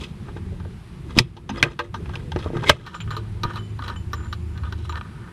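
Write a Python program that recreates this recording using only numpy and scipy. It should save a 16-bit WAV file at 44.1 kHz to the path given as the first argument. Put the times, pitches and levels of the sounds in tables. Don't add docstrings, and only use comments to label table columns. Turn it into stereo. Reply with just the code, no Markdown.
import sys
import numpy as np
from scipy import signal
from scipy.fft import rfft, irfft, next_fast_len
from scipy.io import wavfile
from scipy.ndimage import minimum_filter1d

SR = 44100
rng = np.random.default_rng(int(sys.argv[2]) if len(sys.argv) > 2 else 0)


def wrap_up_sound(samples):
    columns = np.atleast_2d(samples).T
    tamed = np.clip(columns, -1, 1)
    steps = np.round(tamed * 32767).astype(np.int16)
    wavfile.write(sys.argv[1], SR, steps)


N = 234821

# pitch_hz, level_db_per_hz (relative)
RUMBLE_SPECTRUM = [(20, -20), (45, -8), (70, -3.5), (125, -5.5), (190, -11), (270, -23), (345, -16.5),
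                   (430, -25.5), (560, -39.5), (700, -54)]
# time_s, level_db
RUMBLE_LEVEL = [(0, -32.5), (0.7, -30.5), (0.85, -38.5), (1.15, -30.5), (1.35, -31.5), (1.75, -34),
                (2.0, -31.5), (2.6, -31.5), (2.9, -35.5), (4.9, -36), (5.32, -38)]
# pitch_hz, level_db_per_hz (relative)
HISS_SPECTRUM = [(500, -6.5), (680, 1), (900, 4.5), (1500, 0.5), (2200, -1), (4000, -6.5), (6500, -13.5),
                 (10400, -8.5), (11500, -10), (15500, -28.5)]
# pitch_hz, likeness
LIKENESS = [(30, 1), (60, 0.998), (150, 1), (380, 0.86), (950, 0.48), (2380, 0.75), (5980, 0.078),
            (15000, -1.14)]
# pitch_hz, width_hz (of each of two passes), level_db (rms)
DRONES = [(180.2, 8.3, -50.5), (225, 8.5, -55), (353.6, 3.6, -56)]
# strongest_s, level_db, swell_s, fade_s, bright_db (of the part above 1.8 kHz)
WRENCH_STROKES = [(0.01, -42, 0.067, 0.089, 3), (.29, -50, 0.16, 0.044, -7), (.37, -50.5, 0.064, 0.026, -1),
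                  (1.11, -45, 0.037, 0.049, -5.5), (1.18, -24.5, 0.022, 0.032, -0.5),
                  (1.23, -50.5, 0.027, 0.079, -5), (1.575, -35, 0.048, 0.059, -10),
                  (1.655, -25, 0.016, 0.045, -24), (1.72, -44, 0.15, 0.057, -3),
                  (1.85, -40.5, 0.055, 0.04, -6), (2.16, -47.5, 0.17, 0.068, -7),
                  (2.2, -44.5, 0.026, 0.032, -10), (2.43, -41, 0.12, 0.1, -5.5),
                  (2.57, -38.5, 0.062, 0.054, -9.5), (2.64, -33, 0.049, 0.069, -10),
                  (2.695, -27.5, 0.026, 0.015, 8.5), (2.745, -40, 0.049, 0.17, -4)]
# strongest_s, level_db, swell_s, fade_s, bright_db
NUT_STROKES = [(2.87, -37.5, 0.073, 0.18, -7.5), (2.95, -31.5, 0.023, 0.043, -4),
               (3.12, -37, 0.028, 0.16, -11.5), (3.51, -33, 0.078, 0.016, -14),
               (3.57, -35.5, 0.074, 0.045, -12), (3.845, -36.5, 0.03, 0.061, -7.5),
               (3.9, -37, 0.086, 0.076, -13.5), (4.2, -45, 0.087, 0.086, -19),
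               (4.26, -44, 0.072, 0.028, -14), (4.58, -46.5, 0.097, 0.064, -17),
               (4.65, -42, 0.028, 0.12, -13), (4.78, -60.5, 0.058, 0.25, 7),
               (4.852, -44, 0.015, 0.017, 1.5), (4.98, -35.5, 0.074, 0.017, -13.5),
               (5.055, -51, 0.069, 0.067, -26), (5.25, -47, 0.37, 0.34, -28)]
# start_s, peak_db (lowest colour), mid_db and treble_db (relative to peak_db), chatter_ms,
# favoured_low_hz, favoured_high_hz
WRENCH_HITS = [(0.036, -45, 13.5, 13.5, 9.7, 930, 3330), (0.285, -34, -31, -23, 6.7, 900, 3680),
               (0.366, -31, -34, -19, 6.9, 897, 3660), (0.6, -35, -31, -13, 5.4, 1210, 3460),
               (0.649, -38.5, -26, -17, 5, 1010, 3700), (1.174, -29, -7, -0.5, 5, 1200, 4900),
               (1.187, -8, 14, 14, 2.85, 2290, 5140), (1.1915, -20.5, 14, 10, 2.9, 2250, 4210),
               (1.367, -31, -7, -4.5, 11.4, 918, 3200), (1.4925, -19, -3, -8, 11, 900, 3700),
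               (1.6275, -6, 9, 1.5, 2.17, 1630, 2720), (1.635, -15, 11, 5, 3.2, 1670, 2500),
               (1.791, -9, -7, -8.5, 10.3, 1520, 4210), (1.942, -17.5, -25, -10, 11, 1287, 5860),
               (2.057, -37.5, -1, -8, 4.7, 1690, 2820), (2.093, -32, -14, -10, 4, 1460, 2720),
               (2.135, -31.5, -16, -10, 18, 1120, 3320), (2.155, -31.5, 7, 4, 3.7, 910, 3260),
               (2.319, -25.5, -2, -1.5, 3.2, 920, 3060), (2.361, -22.5, -7, -11, 3.9, 1160, 2560),
               (2.389, -35.5, -17, 0.5, 9, 980, 3130), (2.443, -38, -12, 6, 1.8, 1210, 3820),
               (2.569, -23.5, -24, -15, 5.3, 1320, 3090), (2.636, -22.5, -8, -10, 5.5, 900, 3950),
               (2.6945, -4.5, 4, 1.5, 3.7, 2040, 3330), (2.6975, 4, 0, 2.5, 1.1, 1790, 5400),
               (2.705, -24.5, 14.5, -6, 7.7, 2200, 2900)]
# start_s, peak_db, mid_db, treble_db, chatter_ms, favoured_low_hz, favoured_high_hz
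NUT_HITS = [(2.864, -24, -9, -7, 14, 1340, 4200), (2.943, -20, -6, -18, 8.4, 1260, 3240),
            (3.003, -29, 3.5, -5, 12.5, 1160, 3010), (3.076, -33.5, -8, -30, 7.2, 1270, 2300),
            (3.106, -25, -14, -7, 11, 900, 3950), (3.166, -23, -14, -3, 9.6, 1230, 3960),
            (3.434, -16.5, -11.5, -2.5, 6.1, 1290, 3810), (3.451, -20.5, -22, -40, 1.7, 915, 3060),
            (3.535, -34.5, -14, -6, 18, 935, 3910), (3.558, -28.5, -26, 0.5, 4.4, 1230, 3940),
            (3.567, -30, -10, -9, 17, 1190, 3920), (3.79, -25, -19, -15, 8.4, 1195, 3820),
            (3.822, -28, -20, -6.5, 4.7, 1480, 3280), (3.88, -23.5, -11, -4.5, 7.4, 920, 4000),
            (3.9, -28, -20, -6, 3.1, 1240, 3940), (3.959, -37, -4, -15, 8.8, 1320, 3010),
            (4.132, -19.5, -17, -6.5, 8.5, 1180, 5350), (4.327, -22, -10, -5.5, 8.2, 1140, 3790),
            (4.576, -36.5, -4, -1, 5.1, 920, 3240), (4.635, -29, -17, -14, 5.2, 1230, 3900),
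            (4.724, -26.5, -9, -4, 5.1, 918, 4160), (4.894, -22.5, -13, -9, 9.4, 1260, 3000),
            (4.924, -29.5, -2, -7, 3.7, 960, 3000), (4.956, -22.5, -10, -11, 1.9, 1290, 3940),
            (4.972, -33, -9, -6, 6.9, 1230, 3910), (5.011, -25, -6.5, -18, 3.2, 1700, 2480)]
# pitch_hz, width_hz (before contact damping), level_db
WRENCH_MODES = [(919, 55, -4.5), (1025, 100, -5), (1244, 136, 3), (1608, 44, -2.5), (1824, 140, -4.5),
                (2030, 124, 1.5), (2560, 240, 4), (3070, 690, 3), (3330, 410, 9), (3763, 160, 1),
                (4210, 410, 2), (5040, 190, -4.5), (5400, 320, -11.5), (5860, 67, -19.5), (6160, 90, -11.5)]
# pitch_hz, width_hz (before contact damping), level_db
NUT_MODES = [(955.6, 5.7, -9), (1227, 51, -1.5), (1490, 143, 1.5), (1785, 46, -7.5), (2430, 84, -17.5),
             (3060, 860, 6), (3300, 520, 2), (3950, 230, -0.5), (4220, 800, -17), (5510, 570, -6.5),
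             (13700, 3600, -35)]
COLOUR_EDGES_HZ = [760, 1850, 3150, 6400, 18000]
# start_s, peak_db, region_hz, damping (multiplies decay rate; below 1 rings longer)
KNOCKS = [(0.364, -26, 393, 1.8), (.522, -32, 440, 0.83), (0.657, -27.5, 387, 2.7), (1.1669, -10, 267, 2.1),
          (1.179, -3.5, 200, 0.41), (1.192, -11.5, 400, 1.3), (1.202, -6, 127, 1.8),
          (1.21, -11.5, 129.4, 0.81), (1.498, -17, 225, 0.093), (1.366, -28.5, 356, 0.72),
          (1.6275, -10, 402, 3.3), (1.635, -12.5, 435, 0.9), (1.633, -12, 157, 0.49),
          (1.793, -15.5, 455, 0.57), (2.3613, -11.5, 408, 2.3), (2.461, -14.5, 460, 2.7),
          (2.503, -18.5, 435, 3.1), (2.534, -18, 390, 0.84), (2.559, -14.5, 129, 0.61),
          (2.6971, 3.5, 656, 2.8), (2.702, -9, 78, 0.34), (3.437, -21.5, 300, 0.76), (3.452, -15, 117, 11),
          (3.168, -33, 430, 0.37), (3.88, -34, 406, 1.3), (4.132, -29.5, 417, 1.05),
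          (4.896, -35.5, 330, 0.8)]
# pitch_hz (before detuning), t60_s (at damping 1)
HOUSING_MODES = [(80, 0.053), (125, 0.14), (150, 0.1), (215, 0.02), (250, 0.021), (345, 0.2), (450, 0.096),
                 (590, 0.11)]
# start_s, length_s, pitch_hz, level_db
SQUEAKS = [(1.489, 0.021, 6160, -36.5), (1.577, 0.017, 5040, -45), (1.587, 0.026, 3300, -41),
           (2.434, 0.056, 1180, -37), (2.628, 0.02, 890, -33.5), (2.657, 0.076, 2150, -23.5),
           (4.634, 0.08, 3550, -57), (4.123, 0.025, 13600, -41)]
# start_s, low_mode_db, high_mode_db, damping (multiplies decay rate)
RINGS = [(2.947, -44, -35, 11), (3.007, -52, -29, 26), (3.106, -40, -44, 5.7), (3.577, -42, -58, 1.8),
         (3.961, -44.5, -53, 3.2), (4.134, -64, -51, 1.1), (4.893, -67, -43, 17)]
# pitch_hz, t60_s (at damping 1)
FREE_MODES = [(3020, 0.67), (7150, 1.4)]
# pitch_hz, start_s, stop_s, start_db, stop_db (rms, before waver)
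HUMS = [(105.7, 3.04, 5.0, -33, -41.5), (77.5, 3.76, 4.97, -37, -29.5)]

RUMBLE_FLICKER_DB, HISS_FLICKER_DB, HISS_DB = 3.5, 0.8, -52
STROKE_SWING_DB = 20
RATTLE_DB, RATTLE_FADE_S, RATTLE_BRIGHT_DB = -17.5, 0.022, -2
FAVOUR_DB, FAVOUR_OCTAVES, MODE_CHANCE_DB = 16.5, 0.05, 3
HARD_DB, AIR_DB_PER_DB = -9.5, 1
SQUEAK_WIDTH_HZ = 90
HUM_EDGE_DB_PER_S = 400
PORT_LAG_S, NEARBY_DB, NEARBY_MS = 3e-5, -21, 4
GARAGE_T60_S, GARAGE_DB, WALL_CUT_HZ = 0.17, -32, 3600
DUCK_FROM_DB, DUCK_DB_PER_DB, DUCK_DEPTH_DB = -4, 3, 6.5
DUCK_ATTACK_S, DUCK_HOLD_S, RECOVER_DB_PER_S = 0.0078, 0.27, 113
CLIP_PEAK, STOPBAND_HZ = 0.86, 16050


def from_db(db):
    return 10 ** (np.asarray(db) / 20)


def rms_one(x):
    return x / np.sqrt(np.mean(x ** 2) + 1e-20)


def in_time(rows):
    time_s, *columns = np.transpose(rows)
    return [np.interp(np.arange(N) / SR, time_s, column) for column in columns]


def at_hz(points, hz):
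    points_hz, values = np.array(points).T
    return np.interp(np.log(hz), np.log(points_hz), values)


def drift(rate_hz):
    r = np.exp(-80 * np.pi * rate_hz / SR)
    white = rng.standard_normal(N // 40 + 2002)
    slow = signal.lfilter([1], [1, -2 * r, r * r], white)[2000:]
    return np.interp(np.arange(N) / 40, np.arange(len(slow)), rms_one(slow))


def band(x, low_hz, high_hz):
    return signal.sosfilt(signal.butter(2, [low_hz, high_hz], "band", fs=SR, output="sos"), x)


def ring(x, hz, width_hz):
    r = np.exp(-np.pi * max(width_hz, 1) / SR)
    w = 2 * np.pi * hz / SR
    return signal.lfilter([0, np.sin(w)], [1, -2 * r * np.cos(w), r * r], x + 1e-18)


def banded_noise(spectrum, flicker_db, flicker_hz):
    low_hz, high_hz = spectrum[0][0], min(spectrum[-1][0], .45 * SR)
    edges_hz = np.geomspace(low_hz, high_hz, 22)
    out, together = 0, drift(0.34)
    white = rng.standard_normal((2, 2, N + 8192))
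    for k, (low, high) in enumerate(zip(edges_hz, edges_hz[1:])):
        mid, side = band(white[k % 2], low, high)[:, -N:]
        hz = np.sqrt(low * high)
        alike = np.clip(at_hz(LIKENESS, hz), -1, 1)
        flicker = 0.36 * together + drift(flicker_hz)
        gain = from_db(at_hz(spectrum, hz) + flicker_db * flicker)
        stereo = np.sqrt(1 + alike) * mid + np.sqrt(1 - alike) * side * [[1], [-1]]
        out = out + gain * stereo
    return rms_one(out)


def drones():
    out = 0
    for hz, width_hz, level_db in DRONES:
        white = rng.standard_normal(N + SR)
        tone = ring(ring(white, hz, width_hz), hz, width_hz)[SR:]
        out = out + from_db(level_db) * rms_one(tone)
    return out


def rubbing(strokes, modes, slips_per_s, uneven_db, broad_db, housing_db):
    chance = slips_per_s * from_db(3 * drift(45)) / SR
    slips = (rng.random(N) < chance) * rng.choice([-1, 1], N)
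    slips = slips * from_db(uneven_db * np.minimum(rng.exponential(1, N), 4))
    dealt = rng.integers(0, len(modes), N)
    body = np.zeros(N)
    for k, (hz, width_hz, mode_db) in enumerate(modes):
        body += from_db(mode_db) * ring(slips * (dealt == k), hz, 0.5 * width_hz + 25)
    body = rms_one(body) + from_db(broad_db) * rms_one(band(slips, 1100, 8000))
    low = rms_one(band(band(body, 780, 2000), 700, 2700))
    high = rms_one(band(body, 1800, 22000))
    low = low + from_db(housing_db) * rms_one(band(slips, 260, 520))
    out = np.zeros(N)
    for strongest_s, stroke_db, swell_s, fade_s, bright_db in strokes:
        swell_s, fade_s = max(swell_s, 1e-3), max(fade_s, 1e-3)
        first = max(0, int((strongest_s - 3 * swell_s) * SR))
        span = slice(first, int((strongest_s + 3 * fade_s) * SR))
        late_s = np.arange(N)[span] / SR - strongest_s
        level_db = stroke_db - STROKE_SWING_DB * np.maximum(-late_s / swell_s, late_s / fade_s)
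        out[span] += from_db(level_db) * (low[span] + from_db(bright_db) * high[span])
    return out


def rattles(table):
    return [(start_s, peak_db + RATTLE_DB, 1e-3, RATTLE_FADE_S, treble_db + RATTLE_BRIGHT_DB)
            for start_s, peak_db, _, treble_db, *_ in table]


def hits(table, modes, crack_db, air_db, damping_hz, rise_ms, first_touch):
    out, ms = np.zeros(N + 4096), np.arange(4096) / SR * 1000
    modes_hz = np.array(modes)[:, 0]
    for start_s, peak_db, mid_db, treble_db, chatter_ms, low_hz, high_hz in table:
        shape = (1 - np.exp(-ms / rise_ms)) * np.exp(-ms / np.clip(chatter_ms, .5, 30))
        uneven = from_db(0.8 * rng.standard_normal(128).repeat(32))
        burst = shape * rng.standard_normal(4096) * uneven
        burst[0] = first_touch
        away = np.log2(modes_hz / [[low_hz], [high_hz]]) / FAVOUR_OCTAVES
        favour_db = FAVOUR_DB * np.exp(-away ** 2).sum(axis=0)
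        extra_db = rng.normal(0, MODE_CHANCE_DB, len(modes)) + favour_db
        hard_db = AIR_DB_PER_DB * max(0, peak_db - HARD_DB)
        colours_db = [0, mid_db, treble_db, treble_db + air_db + hard_db]
        for low, high, colour_db in zip(COLOUR_EDGES_HZ, COLOUR_EDGES_HZ[1:], colours_db):
            rung = np.zeros(4096)
            for (hz, width_hz, mode_db), mode_extra_db in zip(modes, extra_db):
                if low <= hz < high:
                    rung += from_db(mode_db + mode_extra_db) * ring(burst, hz, width_hz + damping_hz)
            crack = rms_one(band(band(burst, low, high), 1000, 21000))
            part = rms_one(band(rung, 1.2 * low, 1.1 * high)) + from_db(crack_db) * crack
            part = band(part, 0.49 * low, 1.15 * high)
            out[round(start_s * SR):][:4096] += from_db(peak_db + colour_db) * part / np.abs(part).max()
    return out[:N]


def struck(start_s, peak_db, modes, gains, damping, contact, size):
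    t = np.arange(size) / SR
    sound = np.zeros(size)
    for (hz, t60_s), gain in zip(modes, gains):
        sound += gain * np.sin(2 * np.pi * hz * t) * from_db(-60 * t * damping / t60_s)
    sound = signal.fftconvolve(sound, contact)
    out, at = np.zeros(N + SR), round(start_s * SR)
    out[at:at + len(sound)] = from_db(peak_db) * sound / np.abs(sound).max()
    return out[:N]


def knocks(reach_octaves, soft_cycles, detune, grind_db, grind_ms):
    out, ms = 0, np.arange(4096) / SR * 1000
    for start_s, peak_db, region_hz, damping in KNOCKS:
        modes = np.array(HOUSING_MODES)
        modes[:, 0] *= 1 + detune * rng.standard_normal(len(modes))
        force = from_db(grind_db) * rng.standard_normal(4096) * np.exp(-ms / grind_ms)
        force[0] = 1
        contact = np.convolve(force, np.hanning(int(soft_cycles / region_hz * SR) + 3))
        gains = np.exp(-(np.log2(modes[:, 0] / region_hz) / reach_octaves) ** 2)
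        out = out + struck(start_s, peak_db, modes, gains, damping, contact, size=SR // 4)
    return out


def squeaks(width_hz):
    out = np.zeros(N)
    for start_s, length_s, hz, level_db in SQUEAKS:
        rough = rms_one(ring(rng.standard_normal(8192), hz, width_hz)[2048:])
        swell = np.hanning(int(length_s * SR)) ** .5
        out[round(start_s * SR):][:len(swell)] += from_db(level_db) * swell * rough[:len(swell)]
    return out


def rings(flutter_db):
    sound = np.zeros(N)
    for start_s, low_db, high_db, damping in RINGS:
        gains = from_db([low_db, high_db])
        sound += struck(start_s, max(low_db, high_db), FREE_MODES, gains, damping, [1.], size=SR // 2)
    return from_db(flutter_db * (drift(20) + drift(45))) * sound


def hum(hz, start_s, stop_s, start_db, stop_db, waver_db):
    t = np.arange(N) / SR
    outside_s = np.maximum(0, np.maximum(start_s - t, t - stop_s))
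    level_db = np.interp(t, [start_s, stop_s], [start_db, stop_db]) - HUM_EDGE_DB_PER_S * outside_s
    phase = 2 * np.pi * np.cumsum(hz + 0.656 * drift(2.02)) / SR
    return np.sqrt(2) * from_db(level_db + waver_db * drift(23.0)) * np.sin(phase)


def two_ports(x):
    size = next_fast_len(N)
    turn = np.pi * np.arange(size // 2 + 1) * SR / size * PORT_LAG_S
    direct = irfft(rfft(x, size) * np.exp(1j * np.outer([-1, 1], turn)), size)[:, :N]
    decay = np.exp(-np.arange(512) / SR * 1000 / NEARBY_MS)
    scatter = band(rng.standard_normal(512) * decay, 1200, 5000)
    scattered = np.convolve(x, scatter / np.linalg.norm(scatter))[:N]
    return direct + from_db(NEARBY_DB) * scattered * [[1], [-1]]


def garage(x):
    t = np.arange(int(.4 * SR)) / SR
    tail = rng.standard_normal((2, len(t))) * from_db(-60 * t / GARAGE_T60_S) * (t > .004)
    tail = band(tail, 2000, WALL_CUT_HZ)
    tail = tail / np.sqrt(np.sum(tail ** 2) / 2)
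    return signal.fftconvolve(x[None], tail, axes=1)[:, :N]


def gain_control(x):
    peak_db = 20 * np.log10(np.abs(x).max(axis=0) + 1e-9)
    cut_db = np.clip(DUCK_DB_PER_DB * (peak_db - DUCK_FROM_DB), 0, DUCK_DEPTH_DB)
    size = int(DUCK_HOLD_S * SR)
    held_db = -minimum_filter1d(-cut_db, size, origin=(size - 1) // 2, mode="constant")
    ramp_db = RECOVER_DB_PER_S * np.arange(N) / SR
    released_db = np.maximum.accumulate(held_db + ramp_db) - ramp_db
    r = np.exp(-1 / (DUCK_ATTACK_S * SR))
    return x * from_db(-signal.lfilter([1 - r], [1, -r], released_db))


def scene():
    rumble_db, = in_time(RUMBLE_LEVEL)
    rumble = from_db(rumble_db) * banded_noise(RUMBLE_SPECTRUM, RUMBLE_FLICKER_DB, flicker_hz=11.7)
    hiss = from_db(HISS_DB) * banded_noise(HISS_SPECTRUM, HISS_FLICKER_DB, flicker_hz=7.6)
    wrench_rub = rubbing(WRENCH_STROKES + rattles(WRENCH_HITS), WRENCH_MODES,
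                         slips_per_s=3600, uneven_db=3.0, broad_db=-8, housing_db=-0.5)
    wrench_hits = hits(WRENCH_HITS, WRENCH_MODES, crack_db=-4.0, air_db=-12.5,
                       damping_hz=24.0, rise_ms=0.71, first_touch=4.5)
    housing = knocks(reach_octaves=0.47, soft_cycles=0.1, detune=0.03, grind_db=-36.5, grind_ms=16)
    squeaking = squeaks(SQUEAK_WIDTH_HZ)
    nut_rub = rubbing(NUT_STROKES + rattles(NUT_HITS), NUT_MODES,
                      slips_per_s=3200, uneven_db=2.0, broad_db=-11.5, housing_db=-12)
    nut_hits = hits(NUT_HITS, NUT_MODES, crack_db=-25, air_db=-4.5,
                    damping_hz=34.0, rise_ms=0.13, first_touch=5.3)
    ringing = rings(flutter_db=3.5)
    work = wrench_rub + wrench_hits + housing + squeaking + nut_rub + nut_hits + ringing
    hums = sum(hum(*row, waver_db=3.5) for row in HUMS)
    return two_ports(work) + from_db(GARAGE_DB) * garage(work) + rumble + drones() + hiss + hums


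def record(dry):
    clipped = np.clip(gain_control(dry), -CLIP_PEAK, CLIP_PEAK)
    low_pass = signal.cheby2(16, 50, STOPBAND_HZ, fs=SR, output="sos")
    return signal.sosfilt(low_pass, clipped)


dry = scene()
out = record(dry)
wrap_up_sound(out)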